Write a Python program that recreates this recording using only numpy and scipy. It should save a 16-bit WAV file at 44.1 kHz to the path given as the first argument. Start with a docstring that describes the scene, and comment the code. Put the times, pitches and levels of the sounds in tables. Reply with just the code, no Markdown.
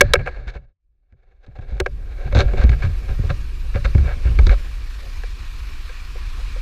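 """A camera knocks, rubs and rattles inside a sealed plastic housing: noise bursts drive the housing's modes.
Shaking and jolts thump the trapped air and flex the wall: low noise and decaying swings.
A forest creek comes muffled through the wall as coloured noise, one wash in each scene, with faint hiss in the second.
The first scene fades out and the second fades in; the loudest blows overload the microphone."""
import sys
import numpy as np
from scipy import signal
from scipy.fft import rfft, irfft, next_fast_len
from scipy.io import wavfile
from scipy.ndimage import uniform_filter1d, map_coordinates

SR = 44100
rng = np.random.default_rng(int(sys.argv[2]) if len(sys.argv) > 2 else 0)


def int16_out(signal):
    """Quantize to a 16-bit WAV file."""
    q = np.round(np.clip(np.atleast_2d(signal).T, -1, 1) * 32767)
    wavfile.write(sys.argv[1], SR, q.astype(np.int16))


def nominal_scale(level):
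    """Amplitude ratio for a level in decibels (scalar or array-like)."""
    x = np.asarray(level, float) / 20
    return 10 ** x


N = 291501  # samples

# Single knocks of camera on housing, not scaled by the fades. Each row: start in seconds, level setting in dB,
# middle-mode and high-mode settings in dB added to it, pitch of the struck wall in Hz. knocks() trims all levels.
KNOCK_ROWS = [(0.008, 13, 3, -9.5, 566), (0.135, 3, -2, -0.5, 473), (0.153, -11, -1.5, -32, 400),
              (0.272, -18, -4, -39, 708), (1.122, -56, -7.5, -17, 507), (1.463, -47, -8, -13, 391),
              (1.587, -39, -5.5, -19, 720), (1.72, -41, -15, -20, 507), (1.8, 0.5, -11, -15.5, 348),
              (1.86, -12.5, -5.5, -24, 667), (2.324, -21, -8.5, -19, 545), (2.348, -10.5, -12, -16, 485),
              (2.491, -52, -15, -16, 570), (2.534, -14, -21, -26.5, 380), (2.637, -19.5, -7, -13, 382),
              (2.692, -29, 1, -6, 334), (2.715, -30.5, -1, -13, 387), (2.821, -40, 6, -14, 507),
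              (3.19, -41, -12, -31, 361), (3.234, -30, -22, -20, 437), (3.299, -26, -6, -21, 553),
              (3.756, -19.5, -14, -19.5, 532), (3.847, -27, -1, -12, 540), (3.947, -12.5, -18.5, -41, 320),
              (3.979, -29, -2, -12.5, 365), (4.008, -38, -11, -9, 331), (4.041, -27, -10, -33, 352),
              (4.387, -21.5, -2, -11.5, 353), (4.467, -14.5, -6, -9, 327), (4.492, -33, 12, -2, 540),
              (4.539, -30, -4, -15, 595), (5.234, -32.5, -5.5, -15, 455), (5.89, -37.5, -4, -13, 493),
              (6.152, -34.5, -18, -19, 470), (6.557, -33.5, -16.5, -17, 510)]
# Jolts of the whole housing, not scaled by the fades. Each row: start in seconds, level setting in dB (trimmed in
# jolts()), settled pitch in Hz, t60 in seconds, wall flexing in dB.
JOLT_ROWS = [(0.036, -4, 40, 0.071, -14), (0.106, -12.5, 45.5, 0.11, -42), (0.166, -11, 45.3, 0.09, -18),
             (0.386, -24, 48, .1, -29), (0.471, -16.5, 44, 0.1, -42), (0.557, -21, 48.3, 0.094, -34.5),
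             (1.125, -33.5, 52.7, 0.053, -52), (1.482, -22.5, 58.5, 0.037, -40),
             (1.589, -16.5, 64.4, 0.047, -35.5), (1.723, -14.5, 47.2, 0.22, -37),
             (1.81, -13.5, 64, 0.1, -47), (1.901, -25, 45.1, 0.14, -34.5), (2.252, -28, 49.7, 0.078, -20),
             (2.33, -8, 51.6, 0.094, -31), (2.353, 0, 62.2, 0.14, -2.5), (2.454, -12.5, 52.5, 0.31, -38),
             (2.53, -24, 60.6, 0.05, -17), (2.596, -5.5, 52, 0.074, -24), (2.641, 1.5, 53.6, 0.13, -16),
             (2.692, -8, 56.4, 0.3, -14.5), (2.733, -29, 60, 0.054, -29), (2.837, -14.5, 83, 0.29, -18),
             (3.095, -12.5, 61.6, 0.086, -24), (3.193, -9, 89, 0.087, -31), (3.236, -14.5, 69, 0.19, -19),
             (3.303, -7.5, 68.8, 0.053, -23), (3.752, -4.5, 65, 0.042, -20), (3.848, -6.5, 49, 0.15, -26),
             (3.951, 2.5, 73.3, 0.067, -28), (3.979, -9, 67.9, 0.35, -13.5), (4.052, -17, 55, 0.092, -20.5),
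             (4.255, -8, 57.5, 0.18, -19), (4.389, -3.5, 56.5, 0.19, -49), (4.426, -4, 43, 0.17, -43),
             (4.469, -2.5, 56.6, 0.095, -22), (4.494, -4, 41.5, 0.18, -25)]
# Camera chattering along the wall, not scaled by the fades. Each row: start in seconds, length in ms,
# low-mode level in dB, middle-mode and high-mode levels in dB relative to it.
RATTLE_ROWS = [(0.186, 30, -35, -1, -25), (0.256, 38.6, -31, -1, -19.5), (0.36, 19, -40.5, -10, -26),
               (0.469, 39.6, -46.5, 8, 0), (0.536, 39.5, -41, -4.5, -15), (0.32, 90, -54, -4, -24),
               (1.426, 28, -56, -1.5, -9.5), (1.55, 26, -44, -7, -17), (1.608, 44, -48, -3.5, -14.5),
               (1.68, 120, -48.5, -3, -11), (2.347, 73, -21, -2.5, -7.5), (2.397, 52, -34, -9, -21),
               (2.44, 41, -58, -17, -16), (2.57, 82, -30.5, -2, -12.5), (2.722, 24, -42, 7.5, -10),
               (2.818, 49, -36.5, 5, -6.5), (3.078, 50, -40.5, -3, -15), (3.291, 25, -31.5, 2.5, -8.5),
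               (3.739, 46, -39, 5, -12), (3.842, 19.7, -33, 8.5, -1), (4.051, 86, -36.5, 0.5, -15.5),
               (4.244, 44, -40.5, 2, -23), (4.39, 7.7, -21.5, -8.5, -16), (4.476, 23, -39, -14, -25),
               (4.502, 34, -30, -1, -10.5), (5.019, 71, -50, -17, -25), (6.372, 52, -51.5, -15, -25)]
# Hand on the housing, before the fades. Each row: time in seconds, shaking in dB, rubbing in dB.
HAND_ROWS = [(0, -18, -41), (.15, -19.5, -45.5), (.35, -24, -44.5), (.52, -27.5, -38), (.68, -28, -58),
             (.86, -11.5, -49.5), (1.08, -14, -36.5), (1.25, -6, -26), (1.5, -14.5, -34), (1.7, -10.5, -37),
             (1.9, -14, -59), (2.1, -22, -38.5), (2.6, -12.5, -35.5), (2.85, -19.5, -48.5),
             (3.25, -18.5, -50), (3.52, -27.5, -66.5), (3.96, -20.5, -46.5), (4.2, -23.5, -51.5),
             (4.45, -14, -48.5), (4.72, -26, -58), (5.15, -23.5, -61.5), (5.55, -28.5, -64),
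             (6.61, -25, -66)]
# Low modes of the housing. Each row: centre in Hz, width in Hz, relative level in dB.
LOW_MODES = [(379.7, 41, -0.5), (504, 52, 0.5), (571.4, 28, 3), (747.5, 70, -2.5)]
# Middle modes of the housing. Each row: centre in Hz, width in Hz, relative level in dB.
MIDDLE_MODES = [(1027, 230, -4.5), (1324, 170, 1), (1623, 110, 6.5), (2244, 110, 4), (2685, 240, -6)]
# High modes of the housing. Each row: centre in Hz, width in Hz, relative level in dB.
HIGH_MODES = [(3750, 520, 2), (4370, 300, 2.5), (4690, 590, -5), (5440, 140, -4.5), (6200, 1000, -8)]
# Spectrum of the shaken air. Each row: frequency in Hz, relative density in dB per Hz.
SHAKE_SPECTRUM = [(8.8, -38), (15, 1), (44, 2), (68, -10), (150, -33.5), (362, -37.5), (413, -44.5),
                  (500, -41), (650, -72), (1100, -120)]
# Spectrum of the flexing wall. Each row: frequency in Hz, relative density in dB per Hz.
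FLEX_SPECTRUM = [(53, -29.5), (90, 3), (129, 2), (167, -11.5), (344, -29.5), (400, -21.5), (520, -47.5),
                 (880, -120)]
# Spectrum of the first scene's creek through the wall. Each row: frequency in Hz, relative density in dB per Hz.
FIRST_CREEK_SPECTRUM = [(530, -48.5), (900, -17), (1120, -17), (1300, -14), (1440, -14), (1670, 4),
                        (1930, -14), (2250, -11), (3090, -27.5), (4250, -14), (5100, -30.5), (9000, -44),
                        (11700, -72.5), (19800, -120)]
# Spectrum of the second scene's creek through the wall. Each row: frequency in Hz, relative density in dB per Hz.
SECOND_CREEK_SPECTRUM = [(290, -45), (500, -28.5), (649, -12), (843, -8), (1080, 1.5), (1440, -3),
                         (1900, -0.5), (2040, -6.5), (2330, 2), (3150, -6.5), (4150, -5), (8700, -20.5),
                         (14500, -30), (15300, -24.5), (16000, -65)]
# Spectrum of the microphone's own hiss. 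Each row: frequency in Hz, relative density in dB per Hz.
HISS_SPECTRUM = [(1500, -32), (4000, -3.5), (8000, -1), (14500, 0), (15300, -7.5), (16000, -38.5)]

IN_END_S = 3.1  # nominal end of the second scene's rise


def unit(x):
    """Scaled to rms 1."""
    return x / np.sqrt(np.mean(x ** 2) + 1e-20)


def curves(rows):
    """One value per sample for each column after the time."""
    s, *cols = np.transpose(rows)
    return [np.interp(np.arange(N) / SR, s, c) for c in cols]


def wobble(knots_per_s):
    """A smooth random curve, at most 99 knots a second."""
    knots = rng.standard_normal(int(N * 100 / SR) + 4)
    return map_coordinates(knots, [np.arange(N) * min(knots_per_s, 99) / SR])


def filtered(x, response):
    """x times a complex response of frequency."""
    m = next_fast_len(N + SR // 2)
    return irfft(rfft(x, m) * response(np.fft.rfftfreq(m, 1 / SR)), m)[:N]


def rush(spectrum, patchy_db):
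    """Coloured noise of rms 1 with time-frequency patches of random gain."""
    f, db = np.transpose(spectrum)
    z = signal.stft(rng.standard_normal(N), nperseg=512)[2]
    field = uniform_filter1d(rng.standard_normal(z.shape), size=6, axis=0)
    field = uniform_filter1d(field, size=10, axis=1)
    noise = signal.istft(z * nominal_scale(patchy_db * unit(field)), nperseg=512)[1][:N]
    return unit(filtered(noise, lambda hz: nominal_scale(np.interp(np.log(hz + 1), np.log(f + 1), db))))


def ring(x, modes):
    """x through resonances of alternating sign, scaled to a mean-square response of 1."""
    def response(f):
        h = 0
        for k, (centre, width, db) in enumerate(modes):
            damping = 1j * f * width
            h = h + (-1) ** k * nominal_scale(db) * damping / (centre * centre - f * f + damping)
        return h / np.sqrt(np.mean(abs(h) ** 2))
    return filtered(x, response)


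def fades():
    """Gains of the first scene and of the second."""
    t = np.arange(N) / SR
    first = nominal_scale(-2.2) * np.clip(1 - t / .73, 0, 1) ** 0.76  # steep at the end
    in_start_s, knee = 1.527, 0.071
    u = (t - in_start_s) / (IN_END_S - in_start_s)
    rise = np.minimum((u + np.hypot(u, knee)) / 2, .98)  # straight from a soft knee
    cut_s, cut_rise_s = .78, 0.062  # barely audible entry
    second = rise * np.clip((t - cut_s) / cut_rise_s, 0, 1)
    return first, second


def rubbing():
    """Stick and slip: clumped noise drives three groups of modes at the hand's rubbing level."""
    rub_db = curves(HAND_ROWS)[1]
    scratch = unit(nominal_scale(3.5 * wobble(60)) * rng.standard_normal((3, N)))
    return scratch * nominal_scale([rub_db, rub_db - 3, rub_db - 14.5]) * sum(fades())


def shaking(shake):
    """The shaken housing pumps the trapped air: low noise, evened out as a hand's tremor never rests."""
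    air = rush(SHAKE_SPECTRUM, patchy_db=0.4)
    air = unit(air / np.sqrt(abs(uniform_filter1d(air ** 2, size=2600)) + 0.58))
    return shake * nominal_scale(1.5 * wobble(5)) * air


def wall_flexing(shake):
    """Shaking bends the wall steadily and jolts bend it briefly: both set the level of one noise."""
    flex = shake * nominal_scale(-28.5 + 3 * wobble(12))
    rise_s, t60_s = 0.0073, 0.24
    t = np.arange(SR // 2) / SR
    for s, _, _, _, flex_db in JOLT_ROWS:
        flex[round(s * SR):][:len(t)] += nominal_scale(flex_db - 60 * t / t60_s) * (1 - np.exp(-t / rise_s))
    return flex * rush(FLEX_SPECTRUM, patchy_db=2.5)


def first_creek():
    """The creek in the first scene: noise coloured by the housing wall, dying away ever faster."""
    t = np.arange(N) / SR
    level_db = -38 - 20 * t - 10 * np.minimum(t / .5, 2) ** 6
    return nominal_scale(level_db + 1.6 * wobble(30)) * fades()[0] * rush(FIRST_CREEK_SPECTRUM, patchy_db=0.0)


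def knocks():
    """Each contact is a decaying noise burst, shorter when harder, its treble over first."""
    drive = np.zeros((3, N))
    t = np.arange(SR // 5) / SR
    for s, db, middle_db, high_db, hz in KNOCK_ROWS:
        contact_ms = max(2.63 - 0.07 * db, .5)
        decay_s = contact_ms / 1000 * np.array([[1.4], [1.0], [.7]])
        push = rng.standard_normal((3, len(t)))
        # the struck wall favours the low modes near its pitch
        push[0] = 0.58 * push[0] + 0.17 * np.sin(2 * np.pi * hz * t)
        chatter = push * np.exp(-t / decay_s) * (1 - np.exp(-t / 0.00097))
        gains = nominal_scale([[db - 0.5], [db + middle_db + 6.0], [db + high_db + 6]])
        at = drive[:, round(s * SR):][:, :len(t)]
        at += (gains * chatter)[:, :at.shape[1]]
    return drive


def jolts():
    """A jolt sets the trapped air swinging, fast at first, with a short thud of the wall."""
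    out = np.zeros(N)
    t = np.arange(SR // 2) / SR
    for s, db, hz, t60_s, _ in JOLT_ROWS:
        turns = hz * (t + 0.55 * 0.0076 * (1 - np.exp(-t / 0.0067)))
        swing = nominal_scale(db + 5.5 - 60 * t / max(t60_s, .03)) * np.sin(2 * np.pi * turns)
        swing = swing * (1 - np.exp(-t / 0.0065))
        thud = nominal_scale(db - 14.5 - 60 * t / 0.069) * np.sin(2 * np.pi * 2.31 * turns)
        out[round(s * SR):][:len(t)] += swing + thud
    return out


def rattles():
    """Chatter along the wall: dense noisy taps, a few much harder, shaped into strokes."""
    drive = np.zeros((3, N))
    hard = 1 + 9 * (rng.random(N) < 350 / SR)  # about 350 clacks a second stand out
    tap_db = 2.46 * rng.exponential(size=N) + 0.65 * wobble(95)
    taps = hard * nominal_scale(tap_db) * rng.standard_normal((3, N))
    t = np.arange(SR // 5) / SR
    for s, ms, db, middle_db, high_db in RATTLE_ROWS:
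        stroke = np.exp(-(t * 1000 / ms) ** 6) * (1 - np.exp(-t / 0.0036))
        a = round(s * SR)
        burst = taps[:, a:a + len(t)]
        burst = burst / np.sqrt(np.average(burst ** 2, axis=1, weights=stroke ** 2))[:, None]
        drive[:, a:a + len(t)] += nominal_scale([[db], [db + middle_db], [db + high_db]]) * stroke * burst
    return drive


def housing():
    """Rubbing, knocks and rattles ring the housing's modes; the plastic swallows the top."""
    low, middle, high = rubbing() + knocks() + rattles()

    def plastic(hz):
        return 1 / (1 + 1j * hz / 11000) ** 3 / (1 + 1.4j * hz / 7200 - (hz / 7200) ** 2) ** 2

    body = ring(low, LOW_MODES) + ring(middle, MIDDLE_MODES)
    body = filtered(body, lambda hz: 1 / (1 + 1j * hz / 7000) ** 2)
    return body + 1.22 * filtered(ring(high, HIGH_MODES), plastic)


def thumps():
    """Shaking and jolts move the trapped air and the wall."""
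    shake = nominal_scale(curves(HAND_ROWS)[0]) * sum(fades())
    return shaking(shake) + jolts() + wall_flexing(shake)


def second_creek():
    """Water over rock ledges in the second scene: a smooth rush, freckled by small splashes."""
    splashes = nominal_scale(0.82 * wobble(95) + 0.64 * wobble(4))
    # grows 1.13 dB a second as the camera turns to the water
    level_db = -47.5 + 1.13 * (np.arange(N) / SR - IN_END_S)
    return nominal_scale(level_db) * fades()[1] * splashes * rush(SECOND_CREEK_SPECTRUM, patchy_db=1.28)


def hiss():
    """The microphone's faint noise, rising with the second scene."""
    return nominal_scale(-63.5) * fades()[1] * rush(HISS_SPECTRUM, patchy_db=3.8)


def scene():
    """Everything reaches one microphone inside the housing."""
    return (housing() + thumps() + first_creek() + second_creek() + hiss())[None]


def roll_off(x):
    """The treble ends steeply here."""
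    return signal.sosfilt(signal.butter(12, 16530, fs=SR, output="sos"), x)


def record(dry):
    """Overloads flatten at a ceiling that sinks and rises with the fades; the recorder rolls off the top."""
    ceiling = np.maximum(sum(fades()), nominal_scale(-43))
    flattened = dry[0] / (1 + abs(dry[0] / ceiling) ** 12) ** (1 / 12)
    mix = filtered(flattened, lambda hz: 1 / np.sqrt(1 + (hz / 15400) ** 24))
    return roll_off(mix[None])


dry = scene()
out = record(dry)
int16_out(out)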